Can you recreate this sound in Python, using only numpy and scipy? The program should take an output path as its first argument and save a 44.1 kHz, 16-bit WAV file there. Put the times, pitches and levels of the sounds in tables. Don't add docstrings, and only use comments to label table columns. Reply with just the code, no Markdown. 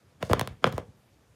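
import sys
import numpy as np
from scipy import signal
from scipy.fft import irfft
from scipy.io import wavfile

SR = 44100
rng = np.random.default_rng(int(sys.argv[2]) if len(sys.argv) > 2 else 0)


def decibels_to_gain(level_db):
    exponent = np.asarray(level_db, float) / 20
    return 10 ** exponent


def unload_wav(signal):
    wavfile.write(
        sys.argv[1],
        SR,
        np.round(np.clip(np.atleast_2d(signal).T, -1, 1) * 32767).astype(np.int16),
    )


N = 59535

SIZE = 8192
HZ = np.maximum(np.arange(SIZE // 2 + 1), 1) * SR / SIZE
EDGES_HZ = 28 * 2 ** np.arange(0, 9.6, .5)
CENTRES_HZ = np.sqrt(EDGES_HZ[:-1] * EDGES_HZ[1:])


def rms_one(x):
    return x / np.sqrt(np.mean(x ** 2) + 1e-20)


def at_hz(points, hz):
    points_hz, values = np.transpose(points)
    return np.interp(np.log(hz), np.log(points_hz), values)


def drift(changes, count):
    knots = rng.standard_normal(400)
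    return np.interp(np.arange(count) / count * changes, np.arange(400), knots)


def bands(x, gains):
    total = 0
    for k, gain in enumerate(gains):
        band = signal.butter(2, EDGES_HZ[k:k + 2], "band", fs=SR, output="sos")
        total = total + gain * signal.sosfilt(band, x[k % 2])
    return total


def air():
    # (frequency [Hz], density [dB per Hz])
    air_colour = [(18, -62), (30, -32), (55, 0), (139, -4), (217, -12), (506, -14.5), (732, -19.5),
                  (10500, -35), (16500, -45.5)]
    level_db, patchy_db, top_hz = -61.5, 1.76, 14500
    gains = [decibels_to_gain(db + patchy_db * drift(25, count=N)) for db in at_hz(air_colour, CENTRES_HZ)]
    noise = bands(rng.standard_normal((2, N)), gains)
    top = signal.butter(8, top_hz, fs=SR, output="sos")
    return decibels_to_gain(level_db) * rms_one(signal.sosfilt(top, noise))


def rubbing():
    # (time [s], level [dB], brushing hiss [dB])
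    rub_course = [(0.189, -83.5, -106), (0.213, -47, -62), (.25, -46.5, -51.5), (0.289, -54.5, -59),
                  (0.308, -37, -49), (.36, -39, -59), (.44, -49, -60.5), (.52, -54.5, -68.5),
                  (0.612, -81, -95.5), (0.629, -42, -57), (.67, -34, -52), (0.709, -51.5, -63),
                  (.74, -52, -59), (.79, -42.5, -59.5), (.83, -60.5, -75), (.9, -75.5, -87)]
    # (frequency [Hz], density [dB per Hz])
    rub_colour = [(88, -31.5), (150, 0.5), (414, -8.5), (837, -13.5), (1600, -16.5), (2920, -21),
                  (4240, -34.5), (8900, -48), (16000, -55)]
    # (frequency [Hz], density [dB per Hz])
    hiss_colour = [(700, -14.5), (1500, -5.5), (4000, -0.5), (8000, -6), (12000, -14.5), (16000, -26)]
    fibres_per_s, fibre_spread_db, smooth_share, lumps_db = 1500, 2.5, 0.5, 2.5

    sizes_db = fibre_spread_db * np.minimum(rng.exponential(1, (2, N)), 5)
    sizes = decibels_to_gain(sizes_db) * rng.choice([-1, 1], (2, N))
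    releases = sizes * (rng.random((2, N)) < fibres_per_s / SR)
    friction = rms_one(releases) + smooth_share * rng.standard_normal((2, N))

    times_s, rub_db, hiss_db = np.transpose(rub_course)
    t = np.arange(N) / SR
    dull = rms_one(bands(friction, decibels_to_gain(at_hz(rub_colour, CENTRES_HZ))))
    bright = rms_one(bands(friction[::-1], decibels_to_gain(at_hz(hiss_colour, CENTRES_HZ))))
    rub = decibels_to_gain(np.interp(t, times_s, rub_db)) * dull
    hiss = decibels_to_gain(np.interp(t, times_s, hiss_db)) * bright
    return decibels_to_gain(lumps_db * drift(150, count=N)) * (rub + hiss)


def hump(centre_hz, octaves):
    return np.exp(-.5 * (np.log2(HZ / centre_hz) / octaves) ** 2)


def pile_body():
    # (frequency [Hz], Q, gain [dB])
    resonances = [(481, 4.8, 8), (1080, 3.3, 4), (293, 2.4, -8), (940, 9.2, -5.0), (2400, 1, -2),
                  (3450, 3.0, 4), (7100, 9, -4.5), (9300, 2.5, 2)]
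    response = 1
    for centre_hz, q, gain_db in resonances:
        u = 1j * HZ / centre_hz
        root_gain = decibels_to_gain(gain_db / 2)
        response = response * (1 + u * root_gain / q + u * u) / (1 + u / root_gain / q + u * u)
    return response


def band_slopes(from_hz, to_hz):
    return 1 / np.sqrt((1 + (from_hz / HZ) ** 4) * (1 + (HZ / to_hz) ** 4))


def carpet_wave(time_s, colour):
    contact_db, slips_s, slips_db = 20, .0012, -5.5
    delay_1khz_s, delay_power, delay_knee_hz = 0.0011, 1.24, 85.3
    lead = 512

    slips = 1
    for size, late in rng.random((3, 2)):
        slips = slips + decibels_to_gain(slips_db) * (2 * size - 1) * np.exp(-2j * np.pi * HZ * slips_s * late)
    spread_s = delay_1khz_s * (np.hypot(HZ, delay_knee_hz) / 1000) ** -delay_power
    lag_s = lead / SR + time_s % (1 / SR) + spread_s
    phase = -2j * np.pi * np.cumsum(lag_s) * SR / SIZE
    pulse = irfft(decibels_to_gain(contact_db) * colour * slips * np.exp(phase), SIZE)
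    start = int(time_s * SR) - lead
    return np.pad(pulse, (start, N))[:N]


def claw_snaps():
    # (time [s], level [dB], softness corner [Hz], crack [dB], floor push [dB])
    snap_events = [(.2269, -17, 2010, -36, 6), (.2283, -11.5, 860, -31.5, 1.5),
                   (.2975, -6, 395, -44.5, -8.5), (.3035, -8.5, 360, -54, -8.5),
                   (.312, -5, 525, -42.5, 3.5), (.3155, -3, 610, -56, -9), (.3228, -23.5, 700, -30.5, -6),
                   (.3328, 5.5, 771.5, -33, -14), (.395, -11.5, 1282, -17, 1.5),
                   (.4118, -8.5, 1200, -25, 4), (.4285, -24, 698, -35.5, -4.5),
                   (.4745, -16.5, 1100, -20, 7.5), (.6421, -0.5, 1600, -72.5, 4.5),
                   (.655, -18.5, 1180, -36.5, -8), (.666, -14.5, 1470, -49, 13.5),
                   (.670, -15.5, 900, -32, -4), (.674, -10, 890, -38.5, 0.5), (.7015, -35, 600, -51, -1),
                   (.725, -25, 1000, -20, 11), (.728, -27, 1100, -32, 2), (.735, -17.5, 448, -50, 13),
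                   (.7655, -43.5, 1500, -14, -4), (.780, -9.5, 700, -31, 2)]
    pad_q = 0.86
    pile = pile_body() * band_slopes(350, 6500)
    crack = band_slopes(2500, 13200)
    push = hump(115, .7)
    out = np.zeros(N)
    for time_s, level_db, corner_hz, crack_db, push_db in snap_events:
        pad = pile / np.hypot(1 - (HZ / corner_hz) ** 2, HZ / corner_hz / pad_q)
        colour = pad + decibels_to_gain(crack_db) * crack + decibels_to_gain(push_db) * push
        out += carpet_wave(time_s, decibels_to_gain(level_db) * colour)
    return out


def thumps():
    # (time [s], level [dB], pitch [Hz])
    thump_events = [(.229, -10, 140), (.672, -4.5, 115), (.303, 3, 170), (.405, -7, 75), (.497, -7.5, 69.2),
                    (.301, 11, 100), (.349, 1.5, 70), (.375, -9, 100.2), (0.52, -16, 90), (.515, -15, 95),
                    (.333, -4, 200), (.738, -2.5, 95), (.825, -17.5, 100), (.882, -11.5, 105),
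                    (0.83, -20.5, 90)]
    out = np.zeros(N)
    for time_s, level_db, pitch_hz in thump_events:
        out += carpet_wave(time_s, decibels_to_gain(level_db) * hump(pitch_hz, .6))
    return out


def room(x):
    # (frequency [Hz], T60 [s])
    room_t60 = [(80, 0.39), (300, .3), (1000, .26), (4000, .22), (12000, 0.05)]
    # (frequency [Hz], level [dB])
    room_colour = [(80, -6.5), (300, -9), (1000, -13), (4000, -10.5), (12000, -17.5)]
    echo_s, echo_db, echo_cut_hz = .003, -14, 4000

    t = np.arange(SR // 2) / SR
    t60_s = at_hz(room_t60, CENTRES_HZ)[:, None]
    decay_db = at_hz(room_colour, CENTRES_HZ)[:, None] - 60 * t / t60_s
    gains = decibels_to_gain(decay_db) / np.sqrt(t60_s * SR / 14)
    onset = np.clip((t - .003) / .004, 0, 1)
    tail = bands(rng.standard_normal((2, len(t))), gains) * onset

    dull = signal.sosfilt(signal.butter(1, echo_cut_hz, fs=SR, output="sos"), x)
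    echo = np.interp(np.arange(N) - echo_s * SR, np.arange(N), dull)
    return decibels_to_gain(echo_db) * echo + signal.fftconvolve(x, tail)[:N]


def scene():
    cat = rubbing() + claw_snaps() + thumps()
    return (cat + room(cat) + air())[None]


def low_pass(x):
    return signal.sosfilt(signal.butter(12, 17000, fs=SR, output="sos"), x)


def record(dry):
    bass_cut = signal.butter(3, 60.3, "high", fs=SR, output="sos")
    top_cut = signal.cheby2(12, 70, 17400, fs=SR, output="sos")
    mix = signal.sosfilt(top_cut, signal.sosfilt(bass_cut, dry))
    return low_pass(mix)


dry = scene()
out = record(dry)
unload_wav(out)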